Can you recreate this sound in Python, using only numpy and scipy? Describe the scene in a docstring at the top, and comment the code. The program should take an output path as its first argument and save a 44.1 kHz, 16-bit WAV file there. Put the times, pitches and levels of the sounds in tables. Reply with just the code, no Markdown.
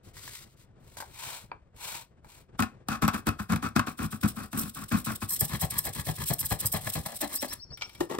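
"""Over the low murmur of a building, a paper pattern is lifted; soft taps and slides follow on a foam sheet.
From 2.6 s a bare hacksaw blade saws the sheet at a table edge: its teeth rasp through the cells and
shake the overhang, whose modes sink as the cut frees it. At 7.4 s a bird starts to chirp outside;
at 7.8 s the offcut drops, bounces and settles with a faint rustle, and at 8 s a new cut begins.
Two microphone ports a few centimetres apart hear it all."""
import sys
import numpy as np
from scipy import signal
from scipy.fft import rfft, irfft, next_fast_len
from scipy.io import wavfile
from scipy.ndimage import uniform_filter1d

SR = 44100
rng = np.random.default_rng(int(sys.argv[2]) if len(sys.argv) > 2 else 0)


def dump(signal):
    """Clip the signal to [-1, 1] and save it as 16-bit WAV at the path in sys.argv[1]."""
    limited = np.clip(np.atleast_2d(signal).T, -1, 1)
    pcm = np.round(limited * 32767).astype(np.int16)
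    wavfile.write(sys.argv[1], SR, pcm)


N = 361179
T = np.arange(N) / SR
FFT_SIZE = next_fast_len(N)
BAND_LIMIT_HZ = 15800

# Levels in the tables are relative; resonate() multiplies the mode pitches by a tuning factor.
# spectral density of the building's murmur: frequency_hz, level_db
MURMUR_SPECTRUM = [(15, -53), (25, -7), (130, -2.5), (167, -9), (301, -15.5), (366, -12), (404, -15.5),
                   (645, -19.5), (867, -23.5), (1110, -25), (9000, -51.5), (11700, -87.5), (19800, -120)]

# slides over the foam; last, a faint rustle as the offcut falls and settles:
# start_s, length_s, hiss_db, speed_exponent
SLIDES = [(0.032, 0.09, -59, 0.37), (0.133, 0.32, -45, 0.56), (0.42, 0.13, -64.5, 0.32),
          (.56, .1, -58.5, 0.96), (0.785, 0.43, -57.5, 1.1), (1.054, 0.47, -38, 3.3),
          (1.74, 0.33, -37, 1.84), (2.222, .24, -54.5, 1.9), (7.768, 0.28, -59.5, .4)]
# spectrum of sliding friction: frequency_hz, level_db
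SLIDE_SPECTRUM = [(900, -8.5), (2500, -7), (4300, -1.5), (6000, -6), (8000, -6), (11500, -8.5),
                  (13500, -12.5), (15600, -6.5)]
# share of the friction that drives the modes, paper first, then sheet: time_s, share_db
MODE_SHARE = [(.5, -13), (1.0, -2)]
# light taps as the paper pattern is lifted, then soft taps on the sheet: start_s, tick_db, tone_db
TAPS = [(0.168, -29, -45.5), (0.2775, -24, -42.5), (0.9694, -21.5, -39.5), (1.0022, -20.5, -35.5),
        (1.0232, -41, -36), (1.516, -65, -32), (2.2454, -42, -48)]
# modes of the loose paper and of the sheet lying on the table: pitch_hz, width_hz, level_db
PAPER_MODES = [(1340, 750, 1.5), (1720, 210, 13.5), (2100, 650, 7), (4150, 300, -14)]
LYING_MODES = [(656, 315, -2), (842, 205, 5), (987, 124, 7.5), (1625, 75, 2), (2425, 280, -3),
               (4700, 190, -3)]
PAPER_UNTIL_S, TAP_CUTOFF_HZ = 0.75, 1600

# blade strokes, push and pull in turn: start_s, length_s, ring_db, flap_db, rasp_db, swell_db
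STROKES = [(2.594, 0.045, -37, -31.5, -55, -15), (2.887, 0.063, -35.5, -37.5, -56.5, 4.5),
           (3.023, 0.03, -31, -26.5, -65, -5), (3.137, 0.046, -39, -35.5, -49, -12.5),
           (3.271, 0.015, -29.0, -23, -47.5, -4.5), (3.394, 0.045, -45, -41.5, -55, -19.5),
           (3.494, 0.043, -36, -29, -57.5, 11), (3.627, 0.044, -36, -36, -53, -5),
           (3.763, 0.024, -31, -25.5, -60, -11), (3.872, 0.044, -42.0, -43, -50.5, -21),
           (3.989, 0.058, -39.5, -33.5, -50, -3.5), (4.126, 0.029, -42.5, -37.5, -45.5, -19),
           (4.233, 0.058, -41, -33.5, -47.5, -20.5), (4.37, 0.082, -44, -40.5, -49, -13.0),
           (4.532, 0.14, -45, -38.5, -47.5, -6), (4.758, 0.073, -44.5, -42.5, -44.5, -2),
           (4.917, 0.055, -34, -29, -50, -6), (5.064, 0.059, -39, -37, -45, -2),
           (5.222, 0.021, -41, -37.5, -46, -13.5), (5.309, 0.029, -44, -46, -27, -1),
           (5.414, 0.027, -40, -30.5, -51, -8.5), (5.497, 0.059, -39, -35, -40.5, 2.5),
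           (5.612, 0.024, -37.5, -30.5, -35, 11.5), (5.718, 0.052, -41.5, -39.5, -42, 11.5),
           (5.844, 0.035, -40.5, -33, -45.5, 8.5), (5.95, 0.047, -39, -34, -41, 7),
           (6.067, 0.029, -39, -30.5, -38.5, 8.5), (6.175, 0.048, -42.5, -35.5, -41.5, 11.5),
           (6.302, 0.026, -38, -29.5, -39.5, -13), (6.402, 0.04, -45.5, -39.5, -44.5, 9),
           (6.511, 0.031, -36, -29, -38.5, -7.5), (6.611, 0.04, -43, -35, -46.5, 12.5),
           (6.735, 0.028, -36.0, -30, -37, 2), (6.827, 0.054, -47, -41, -40.5, 13.5),
           (6.956, 0.043, -40.5, -29.5, -42, -15.5), (7.055, 0.099, -47.5, -57.5, -48, -5.5),
           (7.208, 0.03, -38, -44.5, -46.5, 15.5), (7.295, 0.053, -46, -54, -44, 5.5),
           (7.426, 0.024, -40, -47.5, -42, -8.5), (7.499, 0.028, -44.5, -58.5, -46.5, 12),
           (8.009, 0.029, -42.5, -40, -51, -19.5), (8.1, 0.063, -41, -45.5, -60, -9)]
# teeth catch and tear free: start_s, rasp_db, jolt_db
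CATCHES = [(2.592, -35, -21), (2.603, -20, -35), (2.623, -38, -18), (2.8855, -25, -22.5),
           (3.0214, -20.5, -20), (3.079, -19, -15), (3.1435, -55, -21), (3.269, -18.5, -15.5),
           (3.288, -26, -25.5), (3.398, -45, -23.5), (3.499, -36, -23), (3.5224, -29, -23),
           (3.56, -21.5, -22), (3.763, -29, -21.5), (3.793, -20.5, -16.5), (3.989, -42, -32),
           (4.235, -23.5, -43), (4.53, -38, -29), (4.9244, -21, -31), (5.222, -45, -40.5),
           (5.298, -22, -49), (5.409, -4.5, -39), (5.791, -11.5, -33), (6.659, -12, -44),
           (6.727, -15.5, -47), (6.7634, -45, -27), (6.956, -28, -26), (7.0605, -27, -27.5),
           (7.427, -22, -29), (8.005, -29, -27), (8.1025, -43, -41), (8.15, -45, -28.5), (8.1854, -40, -22)]
# the blade binds against the walls of the slot: start_s, length_s, rasp_db
BINDS = [(4.029, 0.032, -47.0), (4.213, 0.004, -49.5), (4.275, 0.033, -43), (4.575, 0.046, -33),
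         (4.681, 0.016, -42), (4.747, 0.0042, -40), (4.884, 0.0082, -49.5), (4.971, 0.042, -43),
         (5.046, 0.015, -44), (5.155, 0.0061, -40), (5.294, 0.019, -30.5), (5.399, 0.014, -24.5),
         (5.408, 0.0081, -22.5), (5.434, 0.021, -35.5), (5.612, 0.01, -33.5), (5.704, 0.0043, -34.5),
         (5.787, 0.0032, -25), (5.839, 0.036, -36.5), (6.14, 0.004, -49), (6.257, 0.052, -36),
         (6.335, 0.0088, -31.5), (6.392, 0.015, -32.5), (6.398, 0.014, -33.5), (6.449, 0.012, -28.5),
         (6.492, 0.025, -37), (6.593, 0.02, -35.5), (6.657, 0.018, -27), (6.725, 0.013, -23),
         (6.897, 0.0047, -37), (6.921, 0.003, -46), (6.938, 0.015, -37), (7.062, 0.0044, -36),
         (7.149, 0.024, -40), (7.21, 0.01, -36), (7.342, 0.026, -31), (7.531, 0.0054, -38.5)]
# the rasp starts before the teeth bite: time_s, lead_s
RASP_LEAD = [(3.8, 0.0022), (4.1, 0.011), (7.6, 0.018), (8.0, .003)]
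RASP_LINGER_S, RASP_SWELL_SHARE = 0.013, 0.39
# spectra of the rasp under light and hard pressure: frequency_hz, level_db
LIGHT_RASP_SPECTRUM = [(900, -22), (2500, -5.5), (4000, 1), (5500, -5), (6600, -6), (8500, 1), (10500, 0.5),
                       (12300, -3), (14000, -7), (15600, 2.5)]
HARD_RASP_SPECTRUM = [(2500, -23), (5600, -14.5), (6800, -11.5), (8400, 2.5), (10300, -6), (12300, 4.5),
                      (14000, -7.5), (15600, 2)]
# modes of the slot round the blade: pitch_hz, width_hz, level_db
KERF_MODES = [(3340, 170, -16.5), (4170, 46, 1.5), (5230, 200, 0.5)]
# modes of the sheet while the cut is short: pitch_hz, width_hz, level_db
SHEET_LOW_MODES = [(768, 160, -8), (1082, 72.6, 1.5), (1323, 226, -2.5)]
SHEET_HIGH_MODES = [(1300, 87, -13.5), (1818, 532, 6), (2105, 710, 1.5), (2560, 100, 6), (3700, 3250, -10)]
# modes of the sheet with a long slit: pitch_hz, width_hz, level_db
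SLIT_LOW_MODES = [(614, 125, 4), (810, 98, 4.5)]
SLIT_HIGH_MODES = [(1145, 256, 7.5), (1844, 113, 4.5), (2100, 240, -1.5), (2700, 160, -11.5),
                   (3490, 130, -2.5), (3380, 130, -7), (4400, 100, 5), (5400, 210, -18.5)]
LONG_SLIT_S, NEW_CUT_S, NEW_CUT_TUNING = 5.27, 7.9, 0.756
# drive of the slit sheet's low modes on a pull, against a push: time_s, gain_db
PULL_COUPLING = [(5.2, -18), (5.5, -36), (6.2, -17), (7.0, 1.5), (7.5, -15), (8.0, 1)]
# the overhang loosens until 7 s, then rises in pitch: time_s, pitch_factor, table_share_db
STIFFNESS = [(2.5, 0.96, -14.5), (5.26, 0.94, -10), (5.401, 0.62, -16.5), (7.0, 0.47, -24.5),
             (7.2, 1.18, -19), (7.948, 1.38, -22.5)]
# modes of the overhang, and the band it passes to the air: pitch_hz, width_hz, level_db
OVERHANG_MODES = [(150, 90, -8), (208, 85, 0), (265, 95, -4)]
RADIATION_BAND = [(216, 1620, 0)]
# modes of the new cut's short corner and of the table: pitch_hz, width_hz, level_db
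CORNER_MODES = [(326, 257, 2), (470, 224, 3), (626, 166, -10)]
TABLE_MODES = [(72, 31, -0.3), (108, 51, -0.44)]

# the bird's chirps: start_s, level_db
CHIRPS = [(7.36, -37), (7.477, -40), (7.594, -42.5), (7.702, -42), (7.81, -43)]
# contour of one chirp: time_s, pitch_hz, level_db
CHIRP_CONTOUR = [(0, 4380, -2), (.01, 4410, -1.5), (.02, 5000, -3), (.03, 5380, 2), (.04, 5620, 5),
                 (.05, 5550, 0), (.058, 5350, -17)]

# the offcut lands and bounces: start_s, tick_db, tone_db
BOUNCES = [(7.7734, -47.5, -47), (7.8109, -71, -39.5), (7.8199, -68, -31), (7.894, -51, -51),
           (7.95, -48.5, -50)]
# modes of the offcut: pitch_hz, width_hz, level_db
OFFCUT_MODES = [(870, 500, -12.5), (1440, 110, -7), (1740, 250, -17), (2397, 49, 4.5), (3300, 370, -6),
                (5440, 1200, -12)]

# the right port against the left: frequency_hz, coherence, level_db, lead_rad
PORTS = [(0, 0.93, 0.1, -0.16), (150, 0.93, -3, 0.65), (350, 1, -4, 1.12), (590, 0.5, -4, 0.6),
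         (910, 0.17, -7, -1.47), (1500, 0.95, -1.5, -1.1), (2600, 0.82, -4.5, -1.5), (4650, 0, -9, -2),
         (6960, 0.97, -1, -2.5), (8200, 0.66, -0.5, -0.01), (10890, 1, 0.5, 4.5), (14100, 0.7, 0, 10.5)]


def gain_of(db):
    """Amplitude grows tenfold for every 20 dB."""
    return 10 ** (np.asarray(db) / 20)


def unit_rms(x):
    """Normalisation to unit mean power."""
    return x / np.sqrt(np.mean(x ** 2) + 1e-20)


def butterworth(x, order, cutoff_hz, kind="lowpass"):
    """A filter with a maximally flat passband."""
    return signal.lfilter(*signal.butter(order, cutoff_hz, kind, fs=SR), x)


def spectral_gain(hz, spectrum):
    """Interpolation of a spectrum in dB over log frequency."""
    points_hz, db = np.transpose(spectrum)
    return gain_of(np.interp(np.log(hz + 1), np.log(points_hz + 1), db, left=-80))


def coloured(x, spectrum, above_hz):
    """Spectral shaping, normalised by the power passed between above_hz and the band limit."""
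    hz = np.fft.rfftfreq(1024, 1 / SR)
    gain = spectral_gain(hz, spectrum)
    gain /= np.sqrt(np.mean(gain ** 2 * (hz >= above_hz) * (hz < BAND_LIMIT_HZ)))
    impulse = np.fft.fftshift(irfft(gain)) * np.hanning(1024)
    return signal.oaconvolve(x, impulse[None], "same", axes=1)


def resonate(x, modes, tuning=0.96, polarity=-1):
    """Superposition of damped modes; with positive polarity, neighbours cancel between their peaks."""
    out = np.zeros_like(x)
    for k, (hz, width, db) in enumerate(modes):
        phasor = np.exp(2j * np.pi * np.cumsum(hz * tuning * np.ones(N)) / SR)
        pole = np.exp(-np.pi * width / SR)
        amplitude = signal.lfilter([1 - pole], [1, -pole], x * phasor.conj())
        out += polarity ** k * gain_of(db) * 2 * (phasor * amplitude).real
    return out / np.sqrt(sum(gain_of(2 * db) * np.pi * width / SR for _, width, db in modes))


def bursts(events, column, decay_s):
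    """Exponential decay after a jump at each event, whose level is in the given column."""
    impulses, rows = np.zeros(N), np.array(events)
    impulses[(rows[:, 0] * SR).astype(int)] = gain_of(rows[:, column])
    return signal.lfilter([1], [1, -np.exp(-1 / (decay_s * SR))], impulses)


def rough_noise(flutter_db, flutter_hz, snap_db):
    """Amplitude modulation: two noises share a slow flutter and brief spikes, as of snapping cells."""
    flutter = unit_rms(butterworth(rng.standard_normal(N), 2, flutter_hz))
    snap_sizes = np.minimum(rng.exponential(1, N // 32 + 1), 5)
    snaps = uniform_filter1d(np.repeat(snap_sizes, 32)[:N], 16)
    return unit_rms(rng.standard_normal((2, N)) * gain_of(flutter_db * flutter + snap_db * snaps))


def building_murmur():
    """Ambient noise: a low, wavering murmur that steps up very slightly at 2.58 s."""
    noise = rough_noise(flutter_db=3.6, flutter_hz=15.6, snap_db=0.1)
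    gain = spectral_gain(np.fft.rfftfreq(FFT_SIZE, 1 / SR), MURMUR_SPECTRUM)
    murmur = irfft(rfft(noise, FFT_SIZE) * gain, FFT_SIZE)[:, :N]
    return gain_of(-55.5 + 0.44 * (T > 2.58)) * unit_rms(murmur)


def sliding_envelope():
    """Friction noise follows a power of the sliding speed, which rises and falls in a half sine."""
    return sum(gain_of(db) * np.sin(np.pi * np.clip((T - start) / length, 0, 1)) ** exponent
               * (T < start + length) for start, length, db, exponent in SLIDES)


def slides_and_taps():
    """Sliding friction and soft impacts excite the modes of the paper, then of the lying sheet."""
    friction = rough_noise(flutter_db=2.16, flutter_hz=51, snap_db=1.0)
    sliding = sliding_envelope()
    contact = np.hypot(gain_of(-1.5) * sliding, gain_of(-17) * bursts(TAPS, 1, decay_s=0.014))
    hiss = coloured(friction * contact, SLIDE_SPECTRUM, above_hz=2980)
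    taps = gain_of(7.5) * friction * bursts(TAPS, 2, decay_s=0.0076)
    taps += gain_of(20.5) * bursts(TAPS, 2, decay_s=0.00005)
    force = friction * sliding * gain_of(np.interp(T, *np.transpose(MODE_SHARE)))
    force += butterworth(taps, 2, TAP_CUTOFF_HZ)  # soft contact dulls each knock
    on_paper = T < PAPER_UNTIL_S
    return hiss + resonate(force * on_paper, PAPER_MODES) + resonate(force * ~on_paper, LYING_MODES)


def stroke_envelope(starts, lengths, levels_db, swells_db, rise_db_s, fall_db_s):
    """Piecewise exponential gain: each stroke rises fast, swells or sags, and dies away."""
    out_db = np.full(N, -120.)
    for start, length, level, swell in np.broadcast(starts, lengths, levels_db, swells_db):
        span = slice(round((start - 0.05) * SR), round((start + length + 0.2) * SR))
        t = T[span] - start
        body = level + swell * (np.clip(t / length, 0, 1) - 0.5)
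        edges = rise_db_s * np.minimum(t, 0) - fall_db_s * np.maximum(t - length, 0)
        out_db[span] = np.maximum(out_db[span], body + edges)
    return gain_of(out_db)


def per_stroke(values):
    """Sample and hold: each stroke's value takes over 10 ms before it starts."""
    index = np.searchsorted(np.transpose(STROKES)[0], T + 0.01) - 1
    return values[np.maximum(index, 0)]


def tooth_rasp(friction):
    """Incoherent sources add in power: strokes, binds and catches make a rasp that pressure brightens."""
    start, length, _, _, rasp_db, swell_db = np.transpose(STROKES)
    lead = np.interp(start, *np.transpose(RASP_LEAD))
    cutting = stroke_envelope(start - lead, length + lead + RASP_LINGER_S, rasp_db,
                              RASP_SWELL_SHARE * swell_db, rise_db_s=1580, fall_db_s=770)
    binding = stroke_envelope(*np.transpose(BINDS), swells_db=4, rise_db_s=2554, fall_db_s=1497)
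    catching = gain_of(-5.5) * bursts(CATCHES, 1, decay_s=0.0021)
    envelope = np.sqrt(gain_of(-3.5) * cutting ** 2 + gain_of(1) * binding ** 2 + catching ** 2)
    pressure = np.clip(uniform_filter1d(envelope, 400) / gain_of(-32.5), 0, 1)
    rasp = friction * envelope
    light = coloured(rasp * np.sqrt(1 - pressure ** 2), LIGHT_RASP_SPECTRUM, above_hz=6260)
    hard = coloured(rasp * pressure, HARD_RASP_SPECTRUM, above_hz=6500)
    # the blade sits differently in the slot at each stroke
    kerf_tuning = 1 + 0.02 * per_stroke(rng.standard_normal(len(STROKES)))
    return light + hard + gain_of(-13) * resonate(rasp, KERF_MODES, kerf_tuning)


def sheet_ring(friction):
    """Forced vibration: the teeth drag on the sheet, whose modes change with the long slit and new cut."""
    start, length, ring_db, _, _, swell_db = np.transpose(STROKES)
    drag = stroke_envelope(start, length, ring_db, swell_db, rise_db_s=2970, fall_db_s=730)
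    force = friction * np.hypot(gain_of(7) * drag, gain_of(2.2) * bursts(CATCHES, 2, decay_s=0.0075))
    force += gain_of(-5) * bursts(CATCHES, 2, decay_s=0.0001)  # the jolt of a catch
    pulling = np.arange(len(STROKES)) % 2
    coupling = gain_of(per_stroke(pulling * np.interp(start, *np.transpose(PULL_COUPLING))))
    slit = (T > LONG_SLIT_S) & (T < NEW_CUT_S)
    tuning = np.where(T > NEW_CUT_S, NEW_CUT_TUNING, 1)
    sheet = resonate(force * ~slit, SHEET_LOW_MODES, tuning)
    sheet += gain_of(-1) * resonate(force * ~slit, SHEET_HIGH_MODES, tuning)
    sheet += resonate(force * slit * coupling, SLIT_LOW_MODES, tuning=0.99)
    sheet += gain_of(-3) * resonate(force * slit, SLIT_HIGH_MODES, tuning=0.92, polarity=0.97)
    return butterworth(sheet, 3, 540, "highpass")


def overhang_and_table(friction):
    """A cantilever's modes fall with its stiffness; part of the force on it thuds in the table."""
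    start, length, _, flap_db, _, swell_db = np.transpose(STROKES)
    drag = stroke_envelope(start, length, flap_db, swell_db, rise_db_s=3140, fall_db_s=670)
    force = gain_of(13) * friction * drag + gain_of(1.5) * bursts(CATCHES, 2, decay_s=0.00046)
    time_s, pitch_factor, table_share_db = np.transpose(STIFFNESS)
    tuning = np.interp(T, time_s, pitch_factor)
    bending = resonate(force * (T < NEW_CUT_S), OVERHANG_MODES, tuning)
    overhang = gain_of(-16) * resonate(bending, RADIATION_BAND, tuning)
    overhang += resonate(force * (T >= NEW_CUT_S), CORNER_MODES, tuning=1)
    table = resonate(force * gain_of(np.interp(T, time_s, table_share_db)), TABLE_MODES)
    return butterworth(overhang, 2, 70, "highpass") + butterworth(table, 2, [45, 160], "bandpass")


def saw():
    """Friction at the teeth radiates directly and through the structures that it drives."""
    teeth = rough_noise(flutter_db=3.7, flutter_hz=46, snap_db=1.63)
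    drag = rough_noise(flutter_db=2.57, flutter_hz=59, snap_db=1.92)
    return tooth_rasp(teeth) + gain_of(-3) * sheet_ring(drag) + overhang_and_table(drag)


def bird():
    """Frequency modulation of a pure tone gives rising whistles, each tuned a little differently."""
    time_s, pitch_hz, contour_db = np.transpose(CHIRP_CONTOUR)
    out, t = np.zeros(N), np.arange(0, time_s[-1], 1 / SR)
    for (start, level_db), tuning in zip(CHIRPS, rng.uniform(0.985, 1.015, len(CHIRPS))):
        phase = 2 * np.pi * np.cumsum(tuning * np.interp(t, time_s, pitch_hz)) / SR
        envelope = gain_of(level_db + np.interp(t, time_s, contour_db)) * signal.windows.tukey(len(t), 0.2)
        out[round(start * SR):][:len(t)] += envelope * np.sin(phase)
    # moving air roughens the far sound
    out *= 1 + 0.12 * unit_rms(uniform_filter1d(rng.standard_normal(N), 200))
    return np.array([out, out])


def offcut():
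    """Impact excitation: each bounce on the floor ticks and rings the modes of the light piece."""
    noise = rng.standard_normal((2, N))
    tick = coloured(noise * bursts(BOUNCES, 1, decay_s=0.0059), LIGHT_RASP_SPECTRUM, above_hz=6500)
    force = gain_of(6) * noise * bursts(BOUNCES, 2, decay_s=0.0081)
    force += gain_of(10) * bursts(BOUNCES, 2, decay_s=0.00004)
    return tick + resonate(force, OFFCUT_MODES)


def reverberation(x, t60_s, first_s):
    """Sparse reflections of random sign decay exponentially, duller than the direct sound."""
    t = np.arange(SR // 2) / SR
    grid = np.arange(0, len(t) - 20, 20)
    arrivals = grid + rng.integers(0, 20, (2, len(grid)))
    echoes = np.zeros((2, len(t)))
    np.put_along_axis(echoes, arrivals, rng.choice([-1., 1.], arrivals.shape), 1)
    echoes *= gain_of(-60 * t / t60_s) * (t > first_s)
    dulled = signal.lfilter([1], [1, -0.5], echoes / np.linalg.norm(echoes[0]))
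    return signal.oaconvolve(x, dulled, axes=1)[:, :N]


def scene():
    """Sources and reflections superpose; row 0 is the left port, row 1 feeds only the right."""
    near, far = saw() + slides_and_taps() + offcut(), bird()
    near += gain_of(-16.5) * reverberation(near, t60_s=0.19, first_s=0.011)
    far += gain_of(-14) * reverberation(far, t60_s=1.0, first_s=0.0088)
    return near + far + building_murmur()


def record(dry):
    """Partial coherence: the right port hears a shaded, shifted share of the left; both are low-passed."""
    hz = np.fft.rfftfreq(FFT_SIZE, 1 / SR)
    points_hz, *columns = np.transpose(PORTS)
    coherence, level_db, lead_rad = (np.interp(hz, points_hz, column) for column in columns)
    left, other = rfft(dry, FFT_SIZE)
    right = coherence * left + np.sqrt(1 - coherence ** 2) * other
    right *= gain_of(level_db) * np.exp(1j * lead_rad)
    ports = np.array([dry[0], irfft(right, FFT_SIZE)[:N]])
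    lowpass = signal.firwin(511, BAND_LIMIT_HZ, window=("kaiser", 9), fs=SR)
    return signal.oaconvolve(ports, lowpass[None], "same", axes=1)


dry = scene()
out = record(dry)
dump(out)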